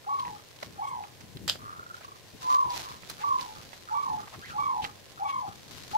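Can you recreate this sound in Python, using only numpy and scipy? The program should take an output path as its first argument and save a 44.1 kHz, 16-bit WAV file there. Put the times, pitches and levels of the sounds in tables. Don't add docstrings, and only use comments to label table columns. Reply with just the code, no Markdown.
import sys
import numpy as np
from scipy import signal
from scipy.fft import rfft, irfft, next_fast_len
from scipy.io import wavfile
from scipy.ndimage import map_coordinates

SR = 44100
rng = np.random.default_rng(int(sys.argv[2]) if len(sys.argv) > 2 else 0)


def master_out(mix):
    frames = np.transpose(np.atleast_2d(mix))
    ceiling = np.clip(frames, -1, 1)
    pcm = np.round(ceiling * 32767).astype(np.int16)
    wavfile.write(sys.argv[1], SR, pcm)


N = 263277
TIME = np.arange(N) / SR

# (time [s], length [s], rise length [s], crest length [s], sag time [s],
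# fall starts after [s], low voice [Hz], high voice [Hz], fall from [Hz], fall to [Hz],
# mid-rise level [dB], crest level [dB], slide level [dB], fall level [dB], overtones [dB],
# extra hoarseness [dB], rasp level [dB], crest attack [s], crest held [share]); levels are relative
CALLS = [(0.064, 0.2766, 0.0257, 0.197, 0.1323, 0.167, 802.4, 1126, 902.8, 830.5, -29.5, -27.5, -35, -37, -29, 1, -53.5, 0.0088, 0.31),
         (0.778, 0.246, 0.043, 0.161, 0.1092, 0.129, 800.5, 1117, 947.6, 796, -31.5, -34.5, -36.5, -35.5, -15.5, 6.5, -56.5, 0.0112, 0.226),
         (2.445, 0.385, 0.0503, 0.2366, 0.1064, 0.164, 883, 1175, 921, 871.8, -29, -22.5, -30.5, -39, -56.5, 6.5, -61, 0.0055, 0.487),
         (3.201, 0.346, 0.0384, 0.1997, 0.1024, 0.1704, 835.6, 1162, 921, 835.2, -33.5, -24, -37, -42, -40.5, 6, -51, 0.0055, 0.64),
         (3.9, 0.275, 0.0408, 0.184, 0.15, 0.1517, 843.9, 1156, 966.6, 814.5, -28, -27.5, -34.5, -29.5, -25, 7, -45, 0.014, 0.157),
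         (4.534, .305, 0.0458, 0.191, 0.145, .15, 807, 1141, 935.6, 803.8, -30.5, -24, -29.5, -31, -25, 5.5, -48, 0.0146, 0.22),
         (5.193, 0.267, 0.046, 0.18, 0.1447, 0.2138, 793.5, 1144, 930.2, 743.2, -29, -31.5, -29, -30, -16.5, 5, -49, 0.023, 0.34),
         (5.931, .27, 0.0335, .17, .16, .15, 795, 1099, 940, 800, -22, -33, -30, -32, -27, -1.5, -51, 0.016, .3)]
# (frequency [Hz], relative level [dB])
LEAF_SPECTRUM = [(880, -9), (1500, -9), (2540, -9.5), (3650, -7.5), (4180, -7), (4610, -8.5), (6430, -11.5),
                 (9140, -21.5), (11700, -18.5), (15500, -27)]


def amp(db):
    return 10 ** (np.asarray(db) / 20)


def unit(x):
    return x / np.sqrt(np.mean(x ** 2) + 1e-20)


def along(points, hz):
    f, v = np.transpose(points)
    return np.interp(np.log(hz + 1), np.log(f + 1), v)


def curves(rows):
    times, *columns = np.transpose(rows)
    return [np.interp(TIME, times, column) for column in columns]


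def wobble(rate, size=N):
    knots = rng.standard_normal(int(size * rate / SR) + 4)
    return map_coordinates(knots, [np.arange(size) * rate / SR])


def swell(s, attack_s, hold_s, release_s):
    return np.clip((TIME - s) / attack_s, 0, 1) * np.exp(-np.maximum(TIME - s - hold_s, 0) / release_s)


def filtered(x, response):
    n = x.shape[-1]
    m = next_fast_len(n + SR // 4)
    return irfft(rfft(x, m) * response(np.fft.rfftfreq(m, 1 / SR)), m)[..., :n]


def resonance(f, centre, width):
    return 1j * f * width / (centre ** 2 - f ** 2 + 1j * f * width)


def noise_band(shape, hz, width):
    return unit(filtered(rng.standard_normal(shape), lambda f: resonance(f, hz, width) ** 2))


def rush(spectrum, correlation):
    mid, side = filtered(rng.standard_normal((2, N)), lambda f: amp(along(spectrum, f)))
    turn = np.arccos(correlation) / 2
    mid, side = np.cos(turn) * mid, np.sin(turn) * side
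    return unit(np.array([mid + side, mid - side]))


def add(track, s, x):
    part = track[..., max(round(s * SR), 0):][..., :x.shape[-1]]
    part += x[..., :part.shape[-1]]


def panned(db):
    return amp(np.array([np.atleast_1d(db), -np.atleast_1d(db)]) / 2)


def from_right(x):
    # (frequency [Hz], phase [rad])
    left_lag = [(100, 0.34), (500, 0.9), (800, 2.374), (1200, 2.452), (2300, 5.803), (6000, 13.56),
                (16000, 34.7)]
    return filtered(x, lambda f: np.array([np.exp(-1j * along(left_lag, f)), np.ones(len(f))]))


def foliage(x):
    # (frequency [Hz], t60 [s])
    decay_times = [(200, 0.358), (1100, 0.244), (3000, 0.144), (14000, 0.312)]
    hz, _, spectra = signal.stft(rng.standard_normal((2, SR // 3)), SR, nperseg=256)
    t = np.arange(spectra.shape[-1]) * 128 / SR
    decay = amp(-60 * t / along(decay_times, hz)[:, None])
    tail = signal.istft(spectra * decay, SR, nperseg=256)[1]
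    return signal.fftconvolve(np.atleast_2d(x), tail / np.linalg.norm(tail[0]), axes=1)[:, :N]


def whistle(pitch, db, hoarse_db, overtone_db, edge_s=0.00487):
    n = len(pitch)
    t = np.arange(n) / SR
    waver = 1 + .005 * wobble(210.5, n) + .009 * wobble(44.37, n)
    phase = 2 * np.pi * np.cumsum(pitch * waver) / SR
    gate = np.sin(np.pi / 2 * np.clip(np.minimum(t, t[-1] - t) / edge_s, 0, 1)) ** 2
    level = amp(db + 1.5 * wobble(137.64, n))
    fringe = wobble(260.4, n) * np.sin(phase) + wobble(256.1, n) * np.cos(phase)
    bloom = np.exp(-((t / t[-1] - .3) / .32) ** 2) * amp(overtone_db + 3 * wobble(69.4, n))
    second = np.sin(2 * phase + .5 * wobble(227.7, n))
    third = amp(-7) * np.sin(3 * phase + wobble(261, n))
    return gate * level * (np.sin(phase) + bloom * (second + third) + amp(hoarse_db) * fringe)


def countryside():
    # (frequency [Hz], relative level [dB])
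    hush_spectrum = [(59, -7.5), (100, 10), (146, 3), (228, -15), (287, 0), (519, 3.5), (727, 0), (825, -2),
                     (936, -6), (1060, 1.5), (1160, -17.5), (1660, -5.5), (3930, -10.5), (15500, -19)]
    return amp(-55.5 + 0.38 * wobble(2.12)) * rush(hush_spectrum, correlation=0.231)


def twitter(from_s=3.5, to_s=5, count=14, note_s=.05, hz=4202, spread=.07):
    out = np.zeros(N)
    for s in rng.uniform(from_s, to_s, count):
        start_hz, end_hz = hz * (1 + spread * rng.standard_normal(2))
        glide = np.linspace(start_hz, end_hz, int(note_s * SR))
        add(out, s, whistle(glide, db=-63.5, hoarse_db=-18, overtone_db=-80))
    return foliage(out)


def squeak(waver=.075, overtone_db=-10, scatter_db=-2):
    # (time [s], pitch [Hz], level [dB])
    contour = [(4.4, 1010, -53), (4.44, 1602, -43.5), (4.46, 2122, -48), (4.48, 1739, -55.5),
               (4.503, 1405, -39), (4.525, 1227, -51)]
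    hz, db = curves(contour)
    gate = (TIME > contour[0][0]) & (TIME < contour[-1][0])
    phase = 2 * np.pi * np.cumsum(hz * (1 + waver * wobble(400))) / SR
    tone = gate * amp(db) * (np.sin(phase) + amp(overtone_db) * np.sin(2 * phase))
    return from_right(tone) + amp(scatter_db) * foliage(tone)


def breeze_and_footfalls(buffet_db=3):
    # (time [s], relative level [dB])
    gusts = [(0, -65.5), (.28, -53.5), (.5, -69), (.65, -54), (1.15, -59), (1.3, -54.5), (1.375, -62),
             (1.395, -45), (1.46, -44), (1.485, -50.5), (1.53, -45), (1.68, -58.5), (2.2, -64),
             (2.8, -60.5), (3.3, -54.5), (3.85, -61), (4.35, -55), (4.6, -53), (5.05, -61), (5.5, -56),
             (5.97, -55)]
    # (time [s], relative level [dB])
    footfalls = [(1.224, -60), (1.344, -47.5), (1.775, -56), (2.333, -52.5), (2.652, -51.5), (2.886, -61.5),
                 (3.1, -58.5), (4.369, -51.5), (4.815, -54.5), (5.47, -53.5), (5.906, -53)]
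    # (frequency [Hz], relative level [dB])
    rumble_spectrum = [(20, -67), (50, -9), (90, -2), (140, -2), (250, -7.5), (450, -13), (900, -66),
                       (2000, -41)]
    breeze = amp(curves(gusts)[0] + 1 + buffet_db * wobble(16))
    thuds = sum(amp(db + 6) * swell(s, attack_s=0.0083, hold_s=0.0271, release_s=0.0077)
                for s, db in footfalls)
    return np.hypot(breeze, thuds) * rush(rumble_spectrum, correlation=0.37) * panned(4.91)


def crunch(snaps_per_s=260, size_db=5):
    sizes = amp(size_db * np.minimum(rng.standard_exponential((2, N)), 3))
    signs = rng.choice([-1, 1], (2, N))
    snaps = sizes * signs * (rng.random((2, N)) < snaps_per_s / SR)
    return unit(filtered(snaps, lambda f: amp(along(LEAF_SPECTRUM, f))))


def weeds():
    # (time [s], relative level [dB])
    stir = [(0, -63), (.3, -55.5), (.5, -60), (1.2, -59), (1.85, -61.5), (2.2, -59), (2.9, -54),
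            (3.5, -53.5), (3.9, -55), (4.4, -55), (5.0, -58.5), (5.5, -56.5), (5.9, -53)]
    # (time [s], length [s], relative level [dB], pan [dB])
    strokes = [(0.177, 0.0196, -50, 4), (0.596, 0.062, -53.5, 3), (0.855, 0.02, -54.5, -1.5),
               (1.919, 0.145, -56.5, -1.5), (2.393, 0.1083, -49.5, -0.5), (2.494, 0.0326, -48.5, 2),
               (2.52, 0.0294, -44, -1.5), (2.691, 0.05, -45, 0), (2.741, 0.0684, -42, -1.5),
               (2.822, 0.1096, -51, -0.5), (3.086, 0.014, -40.5, 3.5), (3.18, 0.029, -50, 0),
               (3.391, 0.0342, -45, 0), (3.562, 0.067, -59.5, -5), (4.434, 0.1, -60.5, -7),
               (4.818, 0.045, -48.5, -0.5), (5.268, 0.024, -53.5, -7), (5.695, 0.101, -51.5, 7.5),
               (5.886, 0.065, -50.5, 2.5)]
    grains = amp(1.8 * np.array([wobble(500), wobble(500)]) + 1.2 * wobble(45))
    leaves = unit(grains * rush(LEAF_SPECTRUM, correlation=0.087)) + crunch()
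    swishes = sum(amp(db) * panned(pan_db) * swell(s, attack_s=0.0232, hold_s=length, release_s=0.01574)
                  for s, length, db, pan_db in strokes)
    return np.hypot(amp(curves(stir)[0]), swishes) * leaves * panned(0.068)


def scuffs():
    # (time [s], length [s], centre [Hz], relative level [dB])
    brushes = [(0.621, 0.0188, 590, -54), (0.866, 0.047, 7540, -73), (1.55, 0.01443, 550, -58.5),
               (1.992, 0.083, 2090, -73.5), (2.003, 0.0226, 870, -65.5), (2.649, 0.0141, 492, -63),
               (3.189, 0.0647, 1900, -63), (3.385, 0.0243, 2100, -62.5), (4.269, 0.02, 1134, -62),
               (4.314, 0.0601, 946, -62.5), (4.44, 0.0893, 2660, -70.5), (4.812, 0.0364, 2890, -59.5),
               (5.264, 0.068, 2770, -64.5)]
    out = np.zeros((2, N))
    for s, length, hz, db in brushes:
        envelope = np.hanning(int(length * SR))
        grit = noise_band((2, len(envelope)), hz, width=900 + 0.37 * hz)
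        add(out, s, amp(db + 18.5) * envelope * grit)
    return out


def twigs(attack_s=0.001, t60=0.02297, scatter_db=-11):
    # (time [s], knock [dB], snap [dB], snap pitch [Hz], fizz [dB], pan [dB])
    breaks = [(0.196, -47.5, -39.5, 3440, -62, -4), (.251, -42.5, -44, 2100, -71.5, -3.5),
              (.279, -42.5, -48.5, 2000, -71.5, -5), (0.483, -69, -69.5, 7600, -57.5, -3),
              (0.587, -58.5, -47, 3220, -70, -5.5), (0.627, -40.5, -37.5, 1817, -68.5, 0),
              (0.629, -57, -39.5, 4140, -69.5, -10.5), (.961, -61.5, -52, 3120, -68, -7),
              (1.037, -43, -47.5, 2200, -66, -4), (1.208, -48, -48, 5530, -61, -2.5),
              (1.3699, -51.5, -43, 3440, -69, -7), (2.302, -59.5, -51.5, 4200, -62.5, -0.5),
              (2.703, -64, -37, 4500, -61, -2), (3.032, -50.5, -51, 2000, -68, -13.5),
              (3.098, -40.5, -38, 4350, -37, -9.5), (3.409, -62, -36.5, 4150, -50.5, -14.5),
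              (3.7308, -43, -49, 2700, -61, -5), (4.841, -36, -32.5, 3080, -68, -7.5),
              (4.848, -37.5, -29.5, 2215, -71, -6.5), (5.834, -55.5, -42.5, 4640, -57, 3.5),
              (5.924, -50, -50.5, 4000, -64.5, 19)]
    out, t = np.zeros(N), np.arange(SR // 20) / SR
    envelope = (1 - np.exp(-t / attack_s)) * amp(-60 * t / t60)
    for s, knock_db, snap_db, snap_hz, fizz_db, _ in breaks:
        knock = amp(knock_db + 8) * noise_band(len(t), hz=1100, width=1200)
        snap = amp(snap_db + 5) * noise_band(len(t), hz=snap_hz, width=0.52 * snap_hz)
        fizz = amp(fizz_db + 5) * noise_band(len(t), hz=9700, width=46000)
        add(out, s, envelope * (knock + snap + fizz))
    pan_db = curves(breaks)[-1]
    return (from_right(out) + amp(scatter_db) * foliage(out)) * panned(pan_db)


def stick(gain_db=14, spread_db=-3, scatter_db=-8):
    # (time [s], relative level [dB], t60 [s])
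    stages = [(1.4785, -27.5, 0.0185), (1.4818, -35.5, 0.037), (1.487, -35, 0.154),
              (1.4964, -18.5, 0.00962)]
    # (frequency [Hz], width [Hz], gain [dB], pan [dB])
    modes = [(684, 223, -4.5, 1), (1763, 394, -4, -7), (2470, 480, -2.5, 0.5), (3230, 435, 5.5, -6.5),
             (4066, 448, 3, 3), (4336, 336, 5.5, -5), (5050, 540, 2, 0), (6410, 650, -8, 2),
             (7394, 760, -5.5, -1), (9450, 1240, -22, -1), (11350, 820, -19, -6), (12090, 700, -16, 7),
             (14330, 1450, -21.5, 4)]
    bursts, t = np.zeros((2, N)), np.arange(SR // 10) / SR
    for s, db, t60 in stages:
        splinters = unit(rng.standard_normal(len(t)) + amp(spread_db) * rng.standard_normal((2, len(t))))
        add(bursts, s, amp(db + gain_db - 60 * t / t60) * splinters)
    wood = filtered(bursts, lambda f: sum((-1) ** k * amp(db) * panned(pan_db) * resonance(f, hz, width)
                                          for k, (hz, width, db, pan_db) in enumerate(modes)))
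    return wood + amp(scatter_db) * foliage(wood)


def rattles(ticks_per_s=110, width_hz=260):
    # (time [s], length [s], resonance [Hz], level [dB])
    long_rattles = [(1.585, 0.22, 1188, -48), (1.63, 0.12, 1377, -57.5), (2.81, 0.13, 1071, -47)]
    rasps = []
    for s, length, *_, rasp_db, _, _ in CALLS:
        rasps.append((s - .025, 0.0337, 1306, rasp_db))
        rasps.append((s + length + 0.004166, 0.031, 1217, rasp_db))
    out = np.zeros(N)
    for s, length, hz, db in long_rattles + rasps:
        ticks = np.zeros(int(length * SR) + SR // 25)
        beats = np.arange(0, length, 1 / ticks_per_s)
        for start in beats + rng.uniform(0, 0.7703, len(beats)) / ticks_per_s:
            arch = .5 + np.sin(np.pi * min(start / length, 1))
            ticks[int(start * SR)] = amp(rng.normal(0, 0.67)) * arch
        ring = filtered(ticks, lambda f: resonance(f, hz, width_hz) ** 2)
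        rms = np.sqrt(np.sum(ring ** 2) / (length * SR))
        add(out, s, amp(db) * ring / rms)
    return out


def pips(rise_s=0.00262):
    # (time [s], pitch [Hz], relative level [dB])
    notes = [(1.793, 1375, -31), (1.863, 1383, -34.5), (1.907, 1357, -31.5), (1.942, 1452, -36.5),
             (2.046, 1119, -33.5), (2.083, 1134, -33), (2.12, 1183, -42)]
    out, t = np.zeros(N), np.arange(SR // 25) / SR
    envelope = t / rise_s * np.exp(1 - t / rise_s)
    for s, hz, db in notes:
        add(out, s, amp(db - 3) * envelope * np.sin(2 * np.pi * hz * t))
    return out


def hoots(rise_ratio=1.16, overlap_s=.008, scoop_s=0.0191, slide_at=0.725):
    out = np.zeros(N)
    progress = lambda length: np.linspace(0, 1, int(length * SR))
    for (s, length, rise_s, crest_s, sag_s, fall_after_s, low_hz, high_hz, fall_hz, end_hz,
         rise_db, crest_db, slide_db, fall_db, overtone_db, rough_db, _, attack_s, hold) in CALLS:
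        u = progress(rise_s + overlap_s)
        pitch = low_hz * rise_ratio ** (u ** 2)
        db = rise_db + 16.5 * (.25 - (1 - u) ** 2)
        add(out, s, whistle(pitch, db, rough_db - 18, overtone_db - 7))
        u = progress(crest_s)
        t = u * crest_s
        scoop = 0.024 * np.exp(-t / scoop_s)
        sag = 0.165 * (1 - np.exp(-(t / sag_s) ** 2.74))
        db = np.interp(u, [hold, slide_at, 1], [crest_db, slide_db, slide_db - 6])
        hoarse_db = rough_db + np.interp(u, [0, 1], [-22, -15])
        crest = whistle(high_hz * (1 - scoop - sag), db, hoarse_db, overtone_db)
        add(out, s + rise_s - overlap_s / 2, np.minimum(t / attack_s, 1) * crest)
        u = progress(length - fall_after_s)
        pitch = fall_hz * (end_hz / fall_hz) ** u
        db = fall_db + np.interp(u, [0, .5, 1], [-5, 0, -8])
        add(out, s + fall_after_s, whistle(pitch, db, rough_db - 12, overtone_db=-30))
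    u = progress(0.14)
    db = -23.5 - 22 * (1 - u) ** 3
    add(out, 2.415, whistle(np.full(len(u), 1032), db, hoarse_db=-18, overtone_db=-30))
    return out


def bird(scatter_db=-10.5):
    # (time [s], pan [dB], extra lag on the left [s])
    bearing = [(.2, -.5, -.00003), (.9, -1.6, -.00006), (2.52, -.7, .00009), (2.62, -.7, .00003),
               (3.4, -3.5, 0), (4.0, -3.8, 0), (4.7, -2.8, -.00004), (5.3, .9, -.00006)]
    echoes = [(.0348, .75), (.061, .12), (.094, .08)]  # (delay [s], gain [ratio])
    voice = amp(-1) * hoots() + rattles() + pips()
    doubled = filtered(voice, lambda f: 1 + sum(gain * np.exp(-2j * np.pi * f * delay)
                                                for delay, gain in echoes))
    pan_db, lag = curves(bearing)
    left, right = from_right(doubled)
    direct = np.array([np.interp(TIME - lag, TIME, left), right])
    return (direct + amp(scatter_db) * foliage(doubled)) * panned(pan_db)


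def scene():
    return (countryside() + bird() + twitter() + squeak()
            + stick() + twigs() + scuffs() + weeds() + breeze_and_footfalls())


def record(dry):
    top_hz = 15750
    return filtered(dry, lambda f: f < top_hz)


dry = scene()
out = record(dry)
master_out(out)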